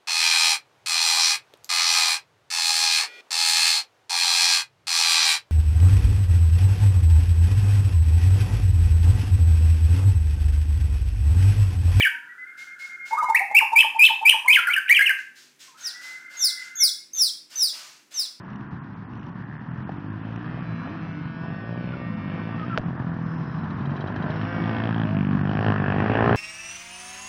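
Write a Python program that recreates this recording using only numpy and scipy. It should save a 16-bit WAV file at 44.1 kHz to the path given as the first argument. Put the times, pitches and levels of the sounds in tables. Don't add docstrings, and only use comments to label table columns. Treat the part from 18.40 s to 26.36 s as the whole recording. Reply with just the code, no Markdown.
import sys
import numpy as np
from scipy import signal
from scipy.fft import rfft, irfft
from scipy.io import wavfile
from scipy.ndimage import uniform_filter1d

SR = 44100
rng = np.random.default_rng(int(sys.argv[2]) if len(sys.argv) > 2 else 0)


def voltage_ratio(decibels):
    exponent = np.asarray(decibels, float) / 20
    return 10 ** exponent


def generate_wav(sig):
    pcm = np.round(np.clip(np.atleast_2d(sig).T, -1, 1) * 32767).astype(np.int16)
    wavfile.write(sys.argv[1], SR, pcm)


N = 351017
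T = np.arange(N) / SR

SPLITS_HZ = [330, 950, 2000, 3800]
RASP_LAG_S = .0012
JUMP_S = 4.3842


def rms_one(x):
    return x / np.sqrt(np.mean(x ** 2) + 1e-20)


def in_time(rows, fade=0.068):
    s, *columns = np.transpose(rows)
    gate = np.clip(np.minimum(T - s[0] + fade, s[-1] + fade - T) / fade, 0, 1)
    return [np.interp(T, s, c) for c in columns] + [gate]


def colour(x, points):
    size = 8192
    hz, db = np.transpose(points)
    bins_hz = np.arange(size // 2 + 1) * SR / size
    wanted = np.interp(np.log(bins_hz + 1), np.log(hz), db, left=db.min() - 12.5, right=db.min() - 17.0)
    cepstrum = irfft(wanted * np.log(10) / 20)
    cepstrum[1:size // 2] *= 2
    cepstrum[size // 2 + 1:] = 0
    impulse = irfft(np.exp(rfft(cepstrum)))
    return rms_one(signal.fftconvolve(x, impulse)[:N])


def drift(rate):
    count = int(N / SR * rate * 2) + 2
    return np.interp(np.linspace(0, count - 1, N), np.arange(count), rng.standard_normal(count))


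def ring(clicks, hz, t60):
    r, w = voltage_ratio(-60 / (t60 * SR)), 2 * np.pi * hz / SR
    return signal.lfilter([0, np.sin(w)], [1, -2 * r * np.cos(w), r * r], clicks + 1e-18)


def firings(per_s, wobble, spread_db):
    turns = np.cumsum(per_s) / SR
    turns = turns - turns[int(7.641 * SR)] + wobble * drift(25)
    fired = np.diff(np.floor(np.maximum.accumulate(turns)), prepend=np.floor(turns[0])) > 0
    strength = voltage_ratio(spread_db * rng.standard_normal(N))
    return turns % 1, fired * strength / np.sqrt(per_s)


def clicks_at(rows):
    out = np.zeros(N)
    for s, db in rows:
        out[round(s * SR)] = voltage_ratio(db)
    return out


def field():
    # f/Hz, level/dB
    roar = [(15, -33), (25, -29.5), (59, -14), (114, 0), (199, -0.5), (290, -9), (411, -20), (557, -28),
            (1020, -14.5), (1670, -27.5), (2150, -32), (3770, -44), (6600, -57.5), (8580, -86),
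            (14500, -120)]
    # t/s, level/dB
    roar_db = [(0.0, -31), (3.5, -31.5), (4.6, -27.5), (5.14, -24.5), (7.0, -24), (7.67, -21),
               (7.96, -16.5)]
    return voltage_ratio(in_time(roar_db)[0] - 7.5 + 2.0 * drift(14)) * colour(rng.standard_normal(N), roar)


def grip():
    # opens t/s, firing rate f/Hz, shuts t/s, firing rate f/Hz, throttle/0-1
    revs = [(0.132, 31.5, 0.49, 34.6, 0), (0.62, 33.8, 0.93, 37.2, .2), (0.969, 37.5, 1.44, 43.2, 0.1),
            (1.48, 44.1, 1.69, 52.8, 0.3), (1.82, 53.5, 2.2, 63.6, 0.5), (2.46, 52, 2.77, 49.5, .3),
            (3.03, 42.4, 3.27, 58, 0.9), (3.29, 58.2, 3.58, 64.6, 0.98), (3.87, 48.5, 4.38, 63.6, 0.77),
            (4.42, 43.5, 4.64, 43, 0.2), (4.88, 40.4, 5.16, 44.9, 0.2), (5.45, 46.3, 5.96, 52.8, 0.44),
            (6.12, 52.9, 6.4, 56.3, 0.5), (6.44, 56.2, 6.62, 55.6, 0.6), (6.84, 49, 6.97, 48.9, 0.1),
            (7.04, 48.6, 7.23, 54.6, 0.5), (7.51, 48.5, 7.925, 59.7, 0.54)]
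    idle_per_s, last_per_s = 57, 46
    fall_bend, flywheel_s = 1.6, .04
    open_s, shut_s = 0.014, 0.14
    opens, low, shuts, high, depth = np.transpose(revs)
    s = np.concatenate([[0], np.ravel([opens, shuts], "F"), [N / SR]])
    per_s = np.concatenate([[idle_per_s], np.ravel([low, high], "F"), [last_per_s]])
    place = np.interp(T, s, np.arange(len(s) - 1e-6)).clip(0, len(s) - 1.000001)
    k, part = place.astype(int), place % 1
    part = np.where(k % 2, part, 1 - (1 - part) ** fall_bend)
    speed = per_s[k] + part * np.diff(per_s)[k]
    speed = uniform_filter1d(speed, size=int(flywheel_s * SR), mode="nearest")
    twists = []
    for a, b, d in zip(opens, shuts, depth):
        opening, shutting = (T - a) / open_s + .5, (b - T) / shut_s + 1
        twists.append(d * np.clip(np.minimum(opening, shutting), 0, 1))
    return speed, np.clip(np.max(twists, axis=0), 0, 1)


def split(x):
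    octaves = np.log2(np.arange(N // 2 + 1) * SR / N + 1)
    above = [np.clip((octaves - np.log2(hz)) * 3 + .5, 0, 1) for hz in SPLITS_HZ]
    whole = rfft(x)
    return [rms_one(irfft(whole * (a - b), N)) for a, b in zip([1] + above, above + [0])]


def booms(pulses):
    # start t/s, end t/s, f/Hz, t60/s, level/dB
    pipe_notes = [(3.25, 3.68, 586, 0.033, -46.5), (5.6, 5.998, 319.5, 0.048, -44),
                  (6.72, 7.08, 184, 0.063, -32), (7.15, 7.14, 630, 0.024, -39.5),
                  (7.2, 7.55, 374, 0.03, -35), (7.57, 7.84, 720, 0.058, -37),
                  (7.7, 7.96, 397, 0.095, -28.5), (7.5, 7.96, 120, 0.17, -34.5),
                  (7.72, 8.2, 245, 0.043, -32.5), (7.84, 7.9, 1270, 0.01, -34),
                  (6.24, 6.64, 3180, 0.004, -48), (6.7, 6.9, 2200, .005, -58),
                  (7.23, 7.33, 2750, .003, -42), (7.08, 7.14, 2880, 0.0036, -45),
                  (1.55, 2.35, 121, .09, -43.5), (3.1, 3.6, 121.4, .09, -44), (4.44, 5.1, 140, 0.063, -41),
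                  (3.8, 4.1, 610, 0.036, -53), (1.47, 1.79, 278, .05, -43.5), (4.45, 4.8, 700, 0.014, -51),
                  (7.6, 7.6, 1880, 0.0077, -40)]
    out = np.zeros(N)
    for a, b, hz, t60, db in pipe_notes:
        high = hz > SPLITS_HZ[1]
        struck = np.roll(pulses, int(RASP_LAG_S * SR) * high) * voltage_ratio((1 + 2 * high) * drift(40))
        if high:
            struck = ring(struck, hz, t60)
        no_thump = signal.butter(4, hz / 2, "high", fs=SR, output="sos")
        note = signal.sosfilt(no_thump, ring(struck, hz, t60))
        out -= voltage_ratio(db) * rms_one(note) * in_time([(a, 0), (b, 0)], fade=.04)[-1]
    return out


def near_bike():
    # f/Hz, level/dB
    exhaust = [(25, -42.5), (78, -17.5), (106, 1.5), (230, -2), (380, -11.5), (480, -18), (720, -12),
               (1000, -18), (1750, -18.5), (2080, -26), (2600, -22), (3400, -31), (3900, -50),
               (5400, -51.5), (6900, -76.5)]
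    # t/s, level/dB
    nearness = [(0, -25.5), (.75, -23), (1.3, -9.5), (2.5, -13), (4.3, -11.5), (5.3, -12), (6.0, -5.5),
                (6.8, -1.5), (7.5, 0), (7.96, 0.5)]
    # t/s, level/dB
    shadow = [(0, -1), (1.3, -15), (2.2, -10.5), (2.5, -5.5), (2.9, -14), (3.4, -15), (4.3, -10),
              (5.0, -7.5), (5.8, -6), (6.4, -8.5), (6.85, -13.5), (7.05, -11.5), (7.3, -3.5), (7.55, -5),
              (7.8, 2), (7.96, -2)]
    # level close by/dB, share of nearness, share of shadow, full-throttle gain/dB
    layers = [(-21.5, 0.91, 0.051, 2), (-31, 0.72, 0.87, 10.5), (-29.5, 0.62, 0.87, -0.5),
              (-40, 0.92, 0.72, 3)]
    # t/s, level/dB
    facing = [(0, -5.5), (4.3, 2.5), (4.5, -9), (5.9, -4), (6.2, 2), (6.65, -2), (6.7, 2), (7.03, -2.5),
              (7.27, 2), (7.45, -4.5), (7.96, -3)]
    # t/s, extra path/ms
    bounce = [(0, 0.52), (4.4, 0.88), (6.1, 0.29), (6.66, 0.34), (6.69, 0.39), (7.05, 0.39), (7.3, 0.4),
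              (7.96, 0.4)]
    speed, throttle = grip()
    near_db, shadow_db, facing_db = in_time(nearness)[0], in_time(shadow)[0], in_time(facing)[0]
    thump_db, bark_db, rasp_db, crack_db = (
        db + share * near_db + shade * shadow_db + gain_db * throttle for db, share, shade, gain_db in layers)

    sharp = np.clip(.12 + .58 * throttle + np.interp(T, [6.0, 7.3], [0, .75]), 0, .95)
    phase, pulses = firings(speed, wobble=.006, spread_db=1.7)
    puff = 1 + 2.5 * sharp * np.exp(-phase / .3)
    out = booms(pulses)
    rebound = .92
    pulses = signal.lfilter([rebound, -1], [1, -rebound], pulses)
    blasts = split(colour(pulses, exhaust))
    uneven = np.roll(pulses * voltage_ratio(2.5 * drift(40)), int(RASP_LAG_S * SR))
    blasts[2:] = split(colour(-uneven, exhaust))[2:]
    gases = split(colour(puff * rng.standard_normal(N), exhaust))

    late = np.interp(np.arange(N) - in_time(bounce)[0] * SR / 1000, np.arange(N), blasts[3])
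    blasts[3] = rms_one(blasts[3] + .85 * late)
    blasts[2] = rms_one(blasts[2] + .7 * np.roll(blasts[2], int(.00118 * SR)))
    far = np.interp(T, [4.4, 5.6], [.8, 0])
    dull = rms_one(signal.sosfilt(signal.butter(4, 700, fs=SR, output="sos"), blasts[1]))
    blasts[1] = far * dull + (1 - far) * blasts[1]
    hidden = np.interp(T, [1.4, 1.55], [.8, 0])
    thump_top = signal.sosfiltfilt(signal.butter(3, 235, "high", fs=SR, output="sos"), blasts[0])
    blasts[0] = blasts[0] - hidden * thump_top

    near = np.interp(T, [4.5, 6.1], [.3, 1])
    near = near * np.clip(voltage_ratio(facing_db), 0, 1)
    shares = (.97, sharp, .78 * sharp ** 1.5, np.sqrt(sharp) * near, .12 * sharp * near)
    thump_db = uniform_filter1d(thump_db, size=4000)
    bark_db = bark_db + np.interp(T, [7.5, 7.07], [-2.5, 0])
    crack_db = np.minimum(crack_db + facing_db - .6, rasp_db - 2)
    levels_db = (thump_db - 3.0, bark_db, rasp_db - .6, crack_db, 0.53 * crack_db - 41.0)
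    for blast, gas, share, level_db in zip(blasts, gases, shares, levels_db):
        mixed = np.sqrt(share) * blast + np.sqrt(1 - share) * gas
        out += voltage_ratio(level_db + 1.4 * drift(9)) * mixed
    return out


def far_bike():
    # t/s, firing rate f/Hz, level/dB
    passes = [
        [(0.0, 65.3, -50), (0.1, 65.5, -45), (0.2, 66.5, -39), (0.36, 68.5, -44.5), (0.47, 69.2, -45.5),
         (0.63, 65.5, -45.5), (0.72, 60, -42.5), (0.86, 60, -43), (0.95, 58, -54)],
    ]
    # f/Hz, level/dB
    thump = [(24, -43.5), (70, -18), (125, 0.5), (208, 0.5), (285, -3), (332, -11.5), (450, -22.5),
             (580, -33), (990, -120)]
    # t/s, f/Hz, level/dB
    notes = [
        [(2.35, 235.4, -39), (2.396, 243.4, -34), (2.456, 257.6, -31), (2.546, 330.6, -39.5),
         (2.718, 289.8, -45), (2.79, 302.2, -35), (2.886, 268, -53), (2.92, 272, -42)],
        [(3.62, 184.5, -44), (3.71, 209.7, -30.5), (3.728, 203, -46), (3.752, 211, -25), (3.768, 220.3, -36),
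         (3.92, 189, -38)],
        [(.11, 203.4, -46), (.16, 222.7, -43), (.24, 252, -52)],
        [(.18, 275, -54), (.23, 295, -49), (.3, 313, -54)],
        [(.78, 199.7, -54), (.84, 229, -47), (.92, 258, -52)],
        [(1.0, 264.6, -52), (1.05, 278, -42), (1.12, 300, -54)],
        [(1.05, 152.2, -44), (1.15, 149, -39), (1.2, 152, -48)],
        [(1.95, 313, -47), (1.968, 330.3, -52.5), (2.002, 302.8, -38.5), (2.136, 311, -39.5), (2.15, 335, -52)],
    ]
    out = np.zeros(N)
    for rows in passes:
        per_s, thump_db, gate = in_time(rows)
        pulses = firings(per_s, wobble=.006, spread_db=1.5)[1]
        out += gate * voltage_ratio(thump_db + 1) * colour(pulses, thump)
    for rows in notes:
        hz, note_db, gate = in_time(rows)
        out += gate * voltage_ratio(note_db - 1.0 + 1.7 * drift(30)) * np.sin(2 * np.pi * np.cumsum(hz) / SR)
    return out


def grit():
    # t/s, level/dB (peak)
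    ticks = [(0.0478, -49), (0.103, -43), (0.1321, -40), (0.1585, -39), (0.209, -42), (0.2748, -56),
             (0.7084, -56.5), (0.7335, -42), (0.754, -42), (0.7737, -41), (0.7946, -38), (0.812, -45),
             (0.8306, -40), (.839, -43.5), (0.8654, -41), (0.8868, -44)]
    # t/s, level/dB (peak)
    scuffs = [(1.262, -56), (1.3154, -48), (1.3458, -51), (1.3753, -45), (1.4036, -49.5), (1.5189, -43),
              (1.9097, -48), (1.9315, -41.5), (1.96, -36)]
    burst = signal.lfilter([1], [1, -.99], clicks_at(ticks + scuffs)) * rng.standard_normal(N)
    low = voltage_ratio(-19.0) * ring(burst, 2820, 0.005) + voltage_ratio(-31.0) * ring(burst, 2900, 0.0033)
    return low + voltage_ratio(-32.0) * ring(burst, 5400, 0.0054)


def putter():
    # t/s, firing rate f/Hz, level/dB
    run = [(.97, 62, -52.5), (1.08, 68, -52), (1.16, 74, -46.5), (1.27, 73, -55.5), (1.36, 71, -51)]
    hz, t60_s = 1737, 0.0062
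    per_s, db, gate = in_time(run)
    pulses = firings(per_s, wobble=.02, spread_db=2)[1]
    return gate * voltage_ratio(db) * rms_one(ring(ring(pulses, hz, t60_s), hz, t60_s))


def hand():
    # t/s, length/s, start f/Hz, end f/Hz, level/dB
    squeaks = [(3.527, 0.021, 1460, 1390, -33.5), (4.175, 0.042, 1333, 1264, -35),
               (4.217, 0.03, 1244, 1250, -29.5), (4.299, 0.051, 1383, 1314, -27.5)]
    # t/s, level/dB (peak), ring f/Hz, t60/s, snap level/dB
    case_clicks = [
        (1.493, -19, 770, 0.014, -40),
        (4.376, -9, 1540, 0.0078, -5.5),
        (4.38, -17, 614, 0.031, -30),
        (4.4, -28, 40, 0.074, -31),
    ]
    out = np.zeros(N)
    for s, length, start_hz, end_hz, db in squeaks:
        size, start = int(length * SR), int(s * SR)
        swell = np.linspace(.2, 1, size) ** 0.81 * np.minimum(1, np.arange(size)[::-1] / 200)
        turns = np.cumsum(np.linspace(start_hz, end_hz, size)) / SR
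        out[start:start + size] += voltage_ratio(db) * swell * np.sin(2 * np.pi * turns)
    for s, db, hz, t60, snap_db in case_clicks:
        click = signal.sosfilt(signal.butter(4, 5400, fs=SR, output="sos"), clicks_at([(s, db)]))
        snap = ring(click, 2800, 0.003) + ring(click, 4800, 0.011) * voltage_ratio(-26.5)
        snap += ring(click, 4500, 0.003) * voltage_ratio(-12.0) + ring(click, 2150, 0.003) * voltage_ratio(-4.0)
        out -= ring(click, hz, t60) + voltage_ratio(snap_db) * snap - ring(click, 280, 0.011) * voltage_ratio(-8.0)
    return out


def whistles():
    # start t/s, end t/s, f/Hz, width f/Hz, level/dB
    bands = [(7.62, 7.8, 2700, 350, -50), (7.6, 7.9, 1900, 500, -43), (1.85, 2.0, 2700, 1200, -60),
             (4.85, 5.15, 5800, 300, -77), (5.1, 5.2, 3950, 200, -70), (3.1, 3.5, 5300, 150, -75),
             (4.9, 5.17, 5200, 250, -69), (2.35, 2.75, 5950, 150, -78), (6.0, 6.2, 5400, 400, -66)]
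    out, white = np.zeros(N), rng.standard_normal(N)
    for start, end, hz, width_hz, db in bands:
        edges_hz = [hz - width_hz / 2, hz + width_hz / 2]
        band = signal.sosfilt(signal.butter(2, edges_hz, "band", fs=SR, output="sos"), white)
        out += voltage_ratio(db) * rms_one(band) * in_time([(start, 0), (end, 0)], fade=0.15)[-1]
    return out


def two_stroke():
    # t/s, firing rate f/Hz, effort level/dB
    pulls = [
        [(2.05, 156.4, -5), (2.15, 163, -6), (2.45, 168.6, -3.5), (2.78, 163.9, -4.5), (3.0, 163.5, -2.5),
         (3.14, 168, -1.5), (3.45, 166.2, -3), (3.59, 168.8, -0.5), (4.38, 167.2, -1)],
        [(4.42, 167.7, -13), (4.51, 168.6, -8.5), (4.96, 162.7, 0), (5.15, 160.6, -2.5), (5.3, 155, -10.5),
         (5.47, 144, -0.5), (5.57, 141, -27), (5.66, 151, -29), (5.8, 152, -31)],
        [(5.87, 153, -4), (5.952, 160.9, -4), (6.098, 173.6, 1.5), (6.25, 172.5, 0.5), (6.464, 164.6, 1),
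         (6.55, 158.8, -31)],
        [(6.64, 149.3, -3.5), (6.738, 166.0, 2.5), (6.772, 166.0, -3), (6.82, 174.1, -18)],
    ]
    # hum, buzz, sing, whine level/dB
    headings = [(-37.5, -54, -48.5, -50.5), (-34, -53, -70, -59), (-35.5, -44, -47, -47),
                (-31.5, -58, -65, -52)]
    # multiple, level/dB
    buzz = [(3, -.5), (4, 0), (2, -3.5)]
    # multiple, level/dB
    sing = [(7, -2), (9, -5.5), (11, -8.5), (13, -20), (14, -25), (16, -26.5)]
    # start t/s, end t/s, multiple, level/dB
    swells = [(2.15, 2.9, 13, -64), (2.2, 2.7, 15, -69), (2.15, 3.15, 16, -68.5), (2.23, 2.75, 14, -65.5),
              (2.27, 2.55, 24, -68), (2.6, 3.0, 25, -69.5), (2.85, 3.35, 9, -53.5), (2.85, 3.3, 32, -74.5),
              (3.4, 4.1, 14, -63), (3.6, 4.2, 16, -65), (3.63, 4.2, 11, -52.5), (3.55, 4.1, 13, -63),
              (6.1, 5.5, 17, -61), (6.1, 6.42, 13, -56), (6.05, 6.45, 9, -50), (6.05, 6.4, 11, -55),
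              (6.66, 6.77, 4, -42), (5.4, 5.15, 32, -72), (3.5, 4.2, 21, -70), (3.35, 3.7, 25, -74),
              (3.0, 3.38, 11, -57)]
    # f/Hz, level/dB
    whine_points = [(800, -43), (1000, -14.5), (1500, 14.5), (2000, 2.5), (2250, 0.5), (2700, -1.5),
                    (3100, -3), (3600, -9.5), (4200, -14), (5200, -13), (6600, -41)]
    hum_follows, sing_follows, whine_follows = 0.14, 2.4, 0.18
    out = np.zeros(N)
    for rows, (hum_db, buzz_db, sing_db, whine_db) in zip(pulls, headings):
        per_s, effort_db, gate = in_time(rows, fade=0.016)
        phase, pulses = firings(per_s, wobble=.0015, spread_db=.5)
        angle = 2 * np.pi * phase
        tones = voltage_ratio(hum_db + hum_follows * effort_db + 2.6 * drift(10)) * np.sin(angle)
        for level_db, orders in ((buzz_db + effort_db, buzz), (sing_db + sing_follows * effort_db, sing)):
            for order, db in orders:
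                tones += voltage_ratio(level_db + db + 3.5 * drift(6)) * np.sin(order * angle)
        for a, b, order, db in swells:
            if rows[0][0] < a < rows[-1][0]:
                swell = in_time([(a, 0), (b, 0)], fade=.05)[-1]
                tones += voltage_ratio(db + 2.8 * drift(9.1)) * swell * np.sin(round(order) * angle)
        whine = colour(pulses, whine_points)
        lag = SR * (0.001556 + 0.00018 * drift(1.2))
        whine = whine + 0.89 * np.interp(np.arange(N) - lag, np.arange(N), whine)
        whine_amp = voltage_ratio(whine_db + whine_follows * effort_db)
        out += gate * (np.sqrt(2) * tones + whine_amp * whine)
    return out


def misfires():
    # t/s, level/dB (peak)
    pops = [(5.1826, -54), (5.237, -54), (5.3014, -51), (5.3617, -74), (5.4046, -57), (5.453, -50),
            (5.502, -53), (5.5613, -48), (5.6047, -45), (5.67, -47), (5.7574, -45), (5.8204, -47.5),
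            (5.901, -46), (5.9569, -47), (6.0107, -47.5)]
    # f/Hz, level/dB, t60/s
    modes = [(3870, 5, 0.018), (3140, 11, 0.01), (2560, 1, .006), (1680, 8, 0.01), (5300, -18, .006)]
    decay = signal.lfilter([1], [1, -.9975], clicks_at(pops))
    burst = signal.lfilter([.01], [1, -.99], decay) * rng.standard_normal(N)
    return sum(voltage_ratio(db - 23) * ring(burst, hz, t60) for hz, db, t60 in modes)


def scene():
    engines = near_bike() + far_bike() + putter() + two_stroke() + misfires()
    return (field() + engines + grit() + hand() + whistles())[None]


def starved(x, limit_db, swing_db):
    beat_s, beat_at_s, beat_slip_s = .1287, .153, .055
    hz, s, cells = signal.stft(x, SR, nperseg=1024)
    band = np.arange(len(hz)) // 7 * 7
    power = uniform_filter1d(np.abs(cells) ** 2, size=7, axis=0)[band]
    loudness = uniform_filter1d(np.sum(np.abs(cells) ** 2, axis=0), size=20)
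    swing = np.cos(2 * np.pi * (s - beat_at_s - beat_slip_s * (s > JUMP_S)) / beat_s)
    beat = np.tanh(4 * swing - .7 - 1.5 * (s > 2.2))
    luck = 4.5 * rng.standard_normal(cells.shape)[band] - 3.5 * (hz[:, None] / 1000 - 4.5)
    limit = loudness ** .55 * voltage_ratio(limit_db + swing_db * beat + luck) ** 2
    dropped = (power < limit) & (hz[:, None] > 3300)
    busy = ((s > 5.9) & (s < 6.55)) | ((s > 7.05) & (s < 8.0))
    dropped |= busy & (hz[:, None] > 6200) & (luck < -2)
    return signal.istft(cells * ~dropped, SR, nperseg=1024)[1][..., :N]


def low_pass(x):
    return signal.sosfilt(signal.butter(12, 7900, fs=SR, output="sos"), x)


def record(dry):
    dull = signal.sosfilt(signal.cheby2(8, 30, 7000, fs=SR, output="sos"), np.tanh(dry))
    thin = starved(dull[0], limit_db=-81.5, swing_db=13.0)
    step = signal.lfilter([1], [1, -.96], clicks_at([(JUMP_S, -20)]))
    step = signal.sosfilt(signal.butter(4, 6500, fs=SR, output="sos"), step)
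    return low_pass((thin - step)[None])


dry = scene()
out = record(dry)
generate_wav(out)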